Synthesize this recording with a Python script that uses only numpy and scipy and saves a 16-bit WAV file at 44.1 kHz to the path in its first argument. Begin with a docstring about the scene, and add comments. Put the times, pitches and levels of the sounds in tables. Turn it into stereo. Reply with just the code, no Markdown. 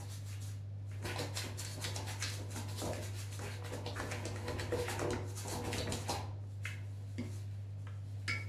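"""Short, scratchy strokes of a toothbrush on the burner of a glass gas hob, close by in a tiled kitchen.
Stick-slip friction of the bristles makes dense tiny clicks that merge into a hiss, and the changing
pressure drives the glass plate to rumble in its modes. The plastic head rubs along edges and knocks on
burner, glass and, near the end, the metal knobs. Mains hum and soft room noise lie underneath, and
a phone with two microphone ports picks it all up."""
import sys
import numpy as np
from scipy import signal
from scipy.fft import rfft, irfft
from scipy.io import wavfile
from scipy.ndimage import uniform_filter1d

SR = 44100
rng = np.random.default_rng(int(sys.argv[2]) if len(sys.argv) > 2 else 0)


def master_out(mix):
    """Clip the mix to full scale and print it as 16-bit PCM to the path in sys.argv[1]."""
    frames = np.transpose(np.atleast_2d(mix))
    ceiling = np.clip(frames, -1, 1)
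    pcm = np.round(ceiling * 32767).astype(np.int16)
    wavfile.write(sys.argv[1], SR, pcm)


N = 373968

# bending modes of the glass plate: (frequency [Hz], gain [dB], T60 [s])
PLATE_MODES = [(81.5, -3.5, 0.63), (136.6, -8, 1), (224, -11.5, 0.63), (240.9, -4, 0.22),
               (291.3, -9.5, 0.55), (319.5, -7, 0.033), (363.8, -8, 0.81), (478.6, -1, 0.23),
               (541, -11, 0.019), (591, -5.5, 0.21), (798, -6, 0.028), (757, -16, 1), (1013, -8.5, 0.094)]
# light contact between strokes and presses: (time [s], hiss level [dB], slow shake drive [dB])
LIGHT_CONTACT = [(.5, -69.5, -71), (.7, -91, -92), (.98, -71, -56), (1.1, -76, -59), (2.45, -68, -57),
                 (2.9, -83, -58), (3.3, -64.5, -62), (3.6, -98, -57.5), (4.0, -57, -50.5), (5.1, -72, -49),
                 (5.3, -72, -59), (6.1, -65, -57), (6.3, -99, -59), (6.55, -75, -88), (6.65, -73, -63),
                 (7.5, -70, -76), (7.7, -78.5, -79), (8.48, -69, -75)]


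def undb(db):
    return 10 ** (np.asarray(db) / 20)


def level(x, db):
    return x * undb(db) / np.sqrt(np.mean(x ** 2))


def on_bins(table, n):
    """Log-frequency interpolation of (frequency [Hz], value) points onto an n-sample transform."""
    hz, value = np.transpose(table)
    return np.interp(np.log(np.arange(n // 2 + 1) * SR / n + 1), np.log(hz), value)


def colour(x, table):
    """Spectral shaping by (frequency [Hz], gain [dB]) points."""
    return irfft(rfft(x) * undb(on_bins(table, x.shape[-1])), x.shape[-1])


def band(x, lo_hz, hi_hz):
    return signal.sosfilt(signal.butter(2, [lo_hz, min(hi_hz, .45 * SR)], "band", fs=SR, output="sos"), x)


def whiten(x, bins):
    """Spectral whitening: every band of this many bins gets about the same energy."""
    spectrum = rfft(x)
    return irfft(spectrum / np.sqrt(uniform_filter1d(np.abs(spectrum) ** 2, bins, axis=1)), x.shape[1])


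def ring(x, modes):
    """Modal superposition: x drives damped resonators, each of equal energy before its gain."""
    out = 0
    for k, (hz, db, t60) in enumerate(modes):
        r = np.exp(-np.log(1000) / (t60 * SR))
        w = 2 * np.pi * hz / SR
        mode = signal.lfilter([1], [1, -2 * r * np.cos(w), r * r], x)
        out = out + (-1) ** k * undb(db) * np.sin(w) * np.sqrt(1 - r) * mode
    return out


def drift(rate_hz):
    """Random modulation: values drawn at rate_hz, held and smoothed twice."""
    k = int(SR / rate_hz)
    steps = np.repeat(rng.standard_normal(N // k + 1), k)
    return uniform_filter1d(uniform_filter1d(steps, k), k)[:N]


def slips(spread_db):
    """Stick-slip friction: dense clicks of either sign, a few much larger than the rest."""
    return level(rng.standard_normal(N) * undb(spread_db * np.minimum(rng.exponential(size=N), 5)), 0)


def diffuse(n):
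    """Diffuse field: noise at two points is partly coherent in the bass, hardly at all in the treble."""
    # left-right coherence: (frequency [Hz], correlation [ratio])
    coherence = [(60, 0.21), (130, 0.21), (290, 0.54), (640, 0.12), (1400, 0.0044), (15000, 0.0074)]
    c = np.clip(on_bins(coherence, n), 0, 1)
    mid, side = rfft(rng.standard_normal((2, n)))
    return irfft(np.sqrt((1 + c) / 2) * mid + np.sqrt((1 - c) / 2) * side * np.array([[1], [-1]]), n)


def hum_and_room_noise():
    """Noise floor: mains hum, slightly modulated in amplitude and phase, over a soft diffuse field."""
    # partials of the hum: (frequency [Hz], rms level [dB])
    partials = [(100, -44), (148, -65), (200, -70.5), (270, -74.5)]
    # spectrum of the room noise: (frequency [Hz], relative density [dB])
    noise_spectrum = [(15, -44), (25, -18), (43, -11.5), (68, -12), (104, -9), (126, -9.5), (152, -8.5),
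                      (183, -19.5), (274, -14.5), (313, -23), (537, -22), (614, -21), (1020, -33),
                      (5140, -43), (15500, -70)]
    t = np.arange(N) / SR
    hum = 0
    for hz, db in partials:
        amplitude = np.sqrt(2) * undb(db + 1.14 * drift(16))
        hum += amplitude * np.sin(2 * np.pi * (hz * t + rng.random()) + .16 * drift(23))
    return hum + level(colour(diffuse(N), noise_spectrum), -57.5) * undb(.88 * drift(3.73))


def room_response(low_t60_s=.45, high_t60_s=.24, tail_db=1, near_db=-5):
    """Impulse response: near reflections off the hob, and a tail whose treble is absorbed first."""
    t = np.arange(SR // 2) / SR
    noise = diffuse(len(t))
    low = signal.sosfilt(signal.butter(1, 2500, fs=SR, output="sos"), noise)
    tail = low * undb(-60 * t / low_t60_s) + (noise - low) * undb(-60 * t / high_t60_s)
    tail = band(band(whiten(tail, bins=120), 400, 17000), 400, 17000)
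    tail *= np.clip(t / .008, 0, 1) * np.clip((t[-1] - t) / .05, 0, 1)
    near = whiten(diffuse(len(t)) * np.exp(-t / .001), bins=300)
    near = band(near * (t < .01), 900, 14000)
    return sum(x * undb(db) / np.sqrt(np.sum(x ** 2) / 2) for x, db in ((tail, tail_db), (near, near_db)))


def tiled_room(direct, reflected, circling_hz=1.7, left_lag_samples=5):
    """Multipath propagation: sound arrives from the right; its echoes shift as the brush circles."""
    angle = 2 * np.pi * circling_hz * np.arange(N) / SR + 4 * drift(9)
    echoes = sum(signal.oaconvolve((reflected * share)[None], room_response(), axes=1)[:, :N]
                 for share in (np.cos(angle), np.sin(angle)))
    return echoes + np.array([np.roll(direct, left_lag_samples), direct])


def edge_rubs(rise_db_s=2500, fall_db_s=400):
    """Frictional self-excitation: as the head rubs along a burner edge, the cap sings in one resonance."""
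    # rubs: (time [s], hold [s], level [dB], frequency [Hz], upper band edge over centre [ratio])
    rubs = [(1.583, 0.026, -55, 4350, 1.03), (1.645, 0.083, -60, 4420, 0.81), (1.96, 0.027, -53, 870, 0.99),
            (2.09, 0.023, -56, 898, 0.89), (2.83, .085, -47, 600, 1.1), (2.84, .06, -48, 479, 1.03),
            (4.724, .09, -44.5, 478, 1.04), (5.016, .045, -45.5, 476, 1.05),
            (3.5, 0.014, -56.5, 4130, 1.08), (3.961, 0.022, -45, 1430, 1.28),
            (5.024, 0.042, -41, 338, 1.05), (5.778, 0.054, -55, 3920, 0.75)]
    out, t = np.zeros(N), np.arange(N) / SR
    friction = slips(spread_db=3)
    for start, hold, db, hz, ratio in rubs:
        at = slice(int(start * SR) - SR // 20, int((start + hold) * SR) + SR // 5)
        fade_db = rise_db_s * np.maximum(start - t[at], 0) + fall_db_s * np.maximum(t[at] - start - hold, 0)
        ratio = max(ratio, 1.01)
        tone = band(friction[at], hz / ratio, hz * ratio)
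        # the slips lock on to the resonance, which keeps its strength steady
        tone /= np.sqrt(uniform_filter1d(tone ** 2, size=700) + 1e-9)
        out[at] += tone * undb(db - fade_db)
    return out


def head_knocks(rise_s=.0003, decay_s=.0011, knobs_from_s=7):
    """Impact excitation: the plastic head cracks and bounces, rings the metal and thuds on the plate."""
    # impacts: (time [s], click drive [dB], click centre [Hz], treble over click [dB],
    # metal drive over click [dB], thud drive [dB], thud centre [Hz])
    impacts = [(0.329, -52, 2500, -9, -1, -76, 172), (0.9142, -57.5, 2000, -12, -10, -67, 226),
               (1.026, -55.5, 2030, 0, 12, -47, 205), (1.16, -48, 2750, 6, 6, -32, 970),
               (1.1908, -36, 4740, -2, 2, -36.5, 417), (1.3711, -29, 4200, -12, 1, -33, 1140),
               (1.6483, -55, 4400, 15.5, 9, -66, 170), (1.8414, -33, 4150, -2.5, 7, -46, 1500),
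               (1.847, -38.5, 1840, -8, -11, -52, 940), (1.9619, -42, 4400, 6, -2, -40, 840),
               (2.0704, -48, 4300, -5, 13.5, -66, 900), (2.224, -31.5, 4500, -5, 9, -49, 1900),
               (2.2296, -35, 4440, -6, -5, -58, 365), (2.3, -52, 4700, 15, -10, -73, 213),
               (2.5607, -48, 1690, 3.5, -11, -43, 237), (2.8172, -47.5, 1110, -17, -12, -37, 604),
               (2.933, -40.5, 2110, -3.5, -8, -44.5, 490), (3.3257, -44.5, 3050, -8, 7, -67, 280),
               (3.3913, -49, 1470, 2, -9, -47, 503), (3.6232, -54, 1200, -33, -3, -48, 794),
               (3.6464, -47, 1590, -6, -5, -48, 704), (3.6615, -50, 1700, -7, 4, -54, 700),
               (3.7369, -45.5, 1950, -3, -9, -41, 490), (3.8623, -37, 3850, -33, 12, -39.5, 544),
               (3.9995, -42.5, 1400, 4, -9, -38.5, 740), (4.1147, -40, 1920, 1, -6, -48, 800),
               (4.1201, -38.5, 2080, -2, -6, -37, 800), (4.2537, -45.5, 4400, 8, 4, -40, 370),
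               (4.3595, -43, 1940, -6, 3, -66, 233), (4.4808, -43.5, 1840, 0, 8.5, -39, 470),
               (4.5955, -39, 1900, -1, 9, -54, 616), (4.7213, -51.5, 1830, -16, 15.5, -35, 448),
               (4.8812, -47.5, 1650, -31, 13, -37, 850), (4.9934, -37.5, 1460, -1, -8, -39.5, 600),
               (5.0158, -44, 1010, -11, -7, -31.5, 764), (5.1054, -43.5, 2610, 8, -8, -38, 327),
               (5.132, -40, 1690, -25, -24, -43, 480), (5.4812, -50.5, 4250, 8.5, 11, -62, 480),
               (5.67, -58, 1960, -22, 0, -40, 313), (5.7294, -36, 2340, 0, -14, -44, 297),
               (5.7821, -32, 3970, -10, 8.5, -51, 476), (5.8717, -43.5, 1810, -31, -19, -52, 484),
               (5.9224, -37.5, 6860, 6.5, -27, -47, 463), (6.094, -28.5, 4340, -29, 6, -36, 536),
               (6.438, -71, 1530, -15, -6, -65, 396), (6.653, -38, 2130, -22, -21, -58, 390),
               (6.6546, -34.5, 2060, -22, -23, -67, 390), (7.1823, -46.5, 2480, -1.5, 1.5, -37, 208),
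               (7.8687, -52.5, 1390, -12, 0, -58, 600), (7.8694, -52.5, 2550, -18, -6, -65, 172),
               (8.2788, -40, 2100, 4.5, 4, -49, 221), (8.2815, -34.5, 2010, -2, 3.5, -49, 221),
               (8.2945, -37, 2150, -26, 3.5, -48.5, 306)]
    # modes of the metal burner and of a knob: (frequency [Hz], gain [dB], T60 [s])
    burner_modes = [(1370, 1, 0.0094), (1865, 0, 0.038), (2410, -16, 0.12), (2630, -27, 0.1),
                    (4200, 0, 0.024), (4470, -3.5, 0.055), (5630, -18, 0.019), (7600, 2.5, 0.012)]
    knob_modes = [(1340, 1, 0.19), (1390, -4, 0.23), (2120, 4.5, 0.068), (2157, 2.5, 0.16),
                  (2243, 6.5, 0.25), (2320, -1, 0.071), (2990, -15, 0.045), (4300, 0, 0.044),
                  (4780, 5, 0.03), (5130, 3, 0.078), (5170, 0, 0.058), (5400, 2, 0.029)]
    crack, burner, knob, push = np.zeros((4, N + SR))
    t = np.arange(SR // 20) / SR
    touch = np.minimum(t / rise_s, 1) * np.exp(-t / decay_s) + .22 * np.exp(-t / .0038)
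    for start, click_db, hz, treble_db, metal_db, thud_db, thud_hz in impacts:
        at = slice(int(start * SR), int(start * SR) + len(t))
        noise = rng.standard_normal((2, len(t)))
        noise = np.sign(noise) * (1 + np.abs(noise)) / 2  # firm contact without gaps
        bounce_s = rng.uniform(.0038, .016)
        bounce = .5 * (t > bounce_s) * np.exp(-np.abs(t - bounce_s) / .0004)
        burst = whiten(noise * (touch + bounce), bins=30) * (t < .03)
        edges_hz = hz / 1.51, hz * 1.42
        body = band(band(burst[0], *edges_hz), *edges_hz)
        treble = band(burst[1], 3050, 7400)
        hit = undb(click_db) * (body / np.abs(body).max() + undb(treble_db) * treble / np.abs(treble).max())
        crack[at] += hit
        struck = knob if start > knobs_from_s else burner
        struck[at] += undb(metal_db) * hit * np.exp(-t / .0032)
        # a softer contact pushes longer and so reaches the lower modes
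        thud = band(np.exp(-t / .0004), thud_hz / 1.35, thud_hz * 1.35)
        push[at] += undb(thud_db) * thud / np.abs(thud).max()
    metal = ring(burner, burner_modes) + ring(knob, knob_modes)
    return (undb(9.5) * crack + metal + undb(-3.5) * ring(push, PLATE_MODES) + undb(-4.5) * push)[:N]


def envelopes(gestures, rest_db, rest_offset_db, rise_db_s, fall_db_s):
    """Incoherent addition: gestures and light contact sum in power; gains of a main and an offset layer."""
    t = np.arange(0, N, 32) / SR
    start, hold, db, offset_db = np.transpose(gestures)[:, :, None]
    fade_db = rise_db_s * np.maximum(start - t, 0) + fall_db_s * np.maximum(t - start - hold, 0)
    power = undb(2 * (db - fade_db))
    rest = undb(2 * np.interp(t, np.transpose(LIGHT_CONTACT)[0], rest_db))
    main = power.sum(axis=0) + rest
    offset = (power * undb(2 * offset_db)).sum(axis=0) + rest * undb(2 * rest_offset_db)
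    return [undb(np.interp(np.arange(N) / SR, t, 10 * np.log10(p))) for p in (main, offset)]


def plate_rumble():
    """Forced vibration: uneven pressure shakes the glass plate, and its modes ring on afterwards."""
    # presses of the head: (time [s], hold [s], slow shake drive [dB], quick shake over slow [dB])
    presses = [(0.0, 0.024, -54.5, -0.5), (1.045, 0.047, -45, -9), (1.102, 0.039, -51, -6),
               (1.184, 0.047, -44, -6), (1.349, 0.044, -62, -9), (1.441, 0.046, -47.5, -11),
               (1.568, 0.026, -55.5, -20), (1.773, 0.02, -47, -11), (1.86, 0.033, -47.5, -9.5),
               (1.963, 0.043, -46, -10), (2.072, 0.036, -53, 2.5), (2.222, 0.042, -61, -20),
               (2.389, 0.029, -49.5, -19), (2.549, 0.061, -52, -0.5), (2.82, 0.076, -41, -11),
               (2.923, 0.078, -46.5, -18), (3.392, 0.068, -45.5, -6.5), (3.714, 0.023, -43, -7.5),
               (3.861, 0.025, -46.5, -7), (3.995, 0.044, -46.5, -13), (4.1, 0.048, -55, -30),
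               (4.222, 0.032, -47, -26), (4.476, 0.11, -45.5, -8.5), (4.572, 0.022, -50, -13),
               (4.725, 0.064, -42.5, -9.5), (4.888, 0.028, -48, 4.5), (4.941, 0.031, -59, -13),
               (5.018, 0.034, -37.5, -13), (5.102, 0.091, -42.5, -9), (5.452, 0.066, -47.5, -3.5),
               (5.522, 0.081, -43, -7), (5.642, 0.05, -44, -3.5), (5.744, 0.068, -39.5, -28),
               (5.862, 0.066, -39.5, -11.5), (5.991, 0.025, -55, -1), (6.092, 0.047, -42.5, 1.5),
               (6.183, 0.014, -52, 4), (7.185, 0.038, -49, -13), (8.28, 0.11, -54.5, -10)]
    _, _, rest_db = np.transpose(LIGHT_CONTACT)
    slow, quick = envelopes(presses, rest_db, rest_offset_db=-9.5, rise_db_s=1396, fall_db_s=375)
    friction = slips(spread_db=3.5) * undb(1.5 * drift(25))
    shake = slow * level(band(friction, 45, 429), 0) + quick * level(band(friction, 747, 940), 0)
    return undb(-17.5) * ring(shake, PLATE_MODES) + undb(-2.5) * shake


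def bristle_strokes():
    """Friction noise: countless slips of the bristle tips hiss while the head drags in a lower band."""
    # strokes: (time [s], hold [s], hiss level [dB], drag over hiss [dB])
    strokes = [(0.0, 0.0086, -48.5, -14), (0.095, 0.042, -56.5, -7), (0.274, 0.064, -55, -8.5),
               (0.419, 0.0084, -53.5, -18), (0.47, 0.054, -65, -4), (0.923, 0.0065, -67.5, 6),
               (1.053, 0.016, -45, -5.5), (1.088, 0.011, -54, 4.5), (1.185, 0.0036, -48.5, 3.5),
               (1.367, 0.011, -42.5, -4.5), (1.42, 0.021, -51.5, 2.5), (1.596, 0.0098, -47.5, -4.5),
               (1.649, 0.012, -48, -6.5), (1.7, 0.039, -55.5, -7.5), (1.823, 0.003, -42, -9),
               (1.84, 0.0054, -54, 6), (1.956, 0.018, -53, 0), (2.08, 0.021, -46.5, -6),
               (2.208, 0.013, -46, -20), (2.228, 0.0047, -51, 9.5), (2.287, 0.043, -50.5, -7.5),
               (2.515, 0.0049, -51, -3.5), (2.559, 0.021, -47.5, -8), (2.684, 0.0097, -55.5, 0),
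               (2.784, 0.018, -47.5, -8), (2.854, 0.011, -51.5, -7), (2.918, 0.053, -59, 4),
               (3.023, 0.031, -54.5, -3), (3.145, 0.077, -50, -9.5), (3.322, 0.017, -58, -4),
               (3.425, 0.096, -53, 0), (3.649, 0.0096, -56, 1.5), (3.729, 0.0041, -48.5, -2),
               (3.853, 0.013, -58.5, -2), (3.996, 0.013, -56, 0), (4.116, 0.0025, -48, 1),
               (4.247, 0.01, -61.5, 9), (4.338, 0.049, -59, -4), (4.47, 0.013, -48.5, -5),
               (4.592, 0.0025, -48.5, 2), (4.722, 0.011, -55.5, 5), (4.777, 0.016, -51, -6),
               (4.81, 0.071, -56, 3), (4.881, 0.021, -46.5, 2.5), (4.986, 0.03, -53, 2.5),
               (5.101, 0.0069, -56, -3), (5.298, 0.0076, -58, -2.5), (5.375, 0.028, -49, -12.5),
               (5.42, 0.049, -50.5, -10), (5.475, 0.013, -55, -17), (5.502, 0.026, -46, -6),
               (5.65, 0.004, -44, -5), (5.72, 0.0057, -45, -12), (5.769, 0.0092, -53.5, 5),
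               (5.913, 0.015, -53.5, -2), (5.96, 0.15, -56, -3.5), (6.089, 0.0065, -42, -13),
               (6.13, 0.023, -58.5, 7), (6.647, 0.047, -60.5, 3.5), (6.844, 0.012, -67, -14),
               (7.241, 0.12, -63.5, -8), (7.777, 0.0073, -71, -12)]
    # spectrum of the slipping tips: (frequency [Hz], relative density [dB])
    tip_spectrum = [(1290, -7), (2200, -18.5), (3230, -5), (4300, 0.5), (5270, -3.5), (6850, -1.5),
                    (8540, -7), (11000, -5.5), (13500, -14.5), (15500, -21)]
    _, rest_db, _ = np.transpose(LIGHT_CONTACT)
    hiss, drag = envelopes(strokes, rest_db, rest_offset_db=-5, rise_db_s=565, fall_db_s=400)
    tips = slips(spread_db=4.2) * undb(4.5 * drift(28))
    head = slips(spread_db=4.8) * undb(2.5 * drift(60))
    return hiss * level(colour(tips, tip_spectrum), 0) + drag * level(band(head, 1450, 2810), 0)


def scene():
    """Superposition: scrubbing and knocks over the noise floor; the knocks excite the room less."""
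    scrubbing = bristle_strokes() + plate_rumble()
    knocks = head_knocks()
    scrubbing += edge_rubs()
    return tiled_room(scrubbing + knocks, reflected=scrubbing + undb(-4) * knocks) + hum_and_room_noise()


def record(dry):
    """Frequency response: the two ports differ in sensitivity by band, and a steep low-pass cuts the top."""
    # imbalance of the ports: (frequency [Hz], left over right [dB])
    imbalance = [(40, -5.7), (100, -5.8), (250, -1.5), (1000, -2.1), (4000, -2.9), (8000, 1.2),
                 (13000, 2.9)]
    tilt_db = on_bins(imbalance, N) / 2
    ports = irfft(rfft(dry) * undb([tilt_db, -tilt_db]), N)
    return signal.sosfilt(signal.ellip(10, .2, 70, 15300, fs=SR, output="sos"), ports)


dry = scene()
out = record(dry)
master_out(out)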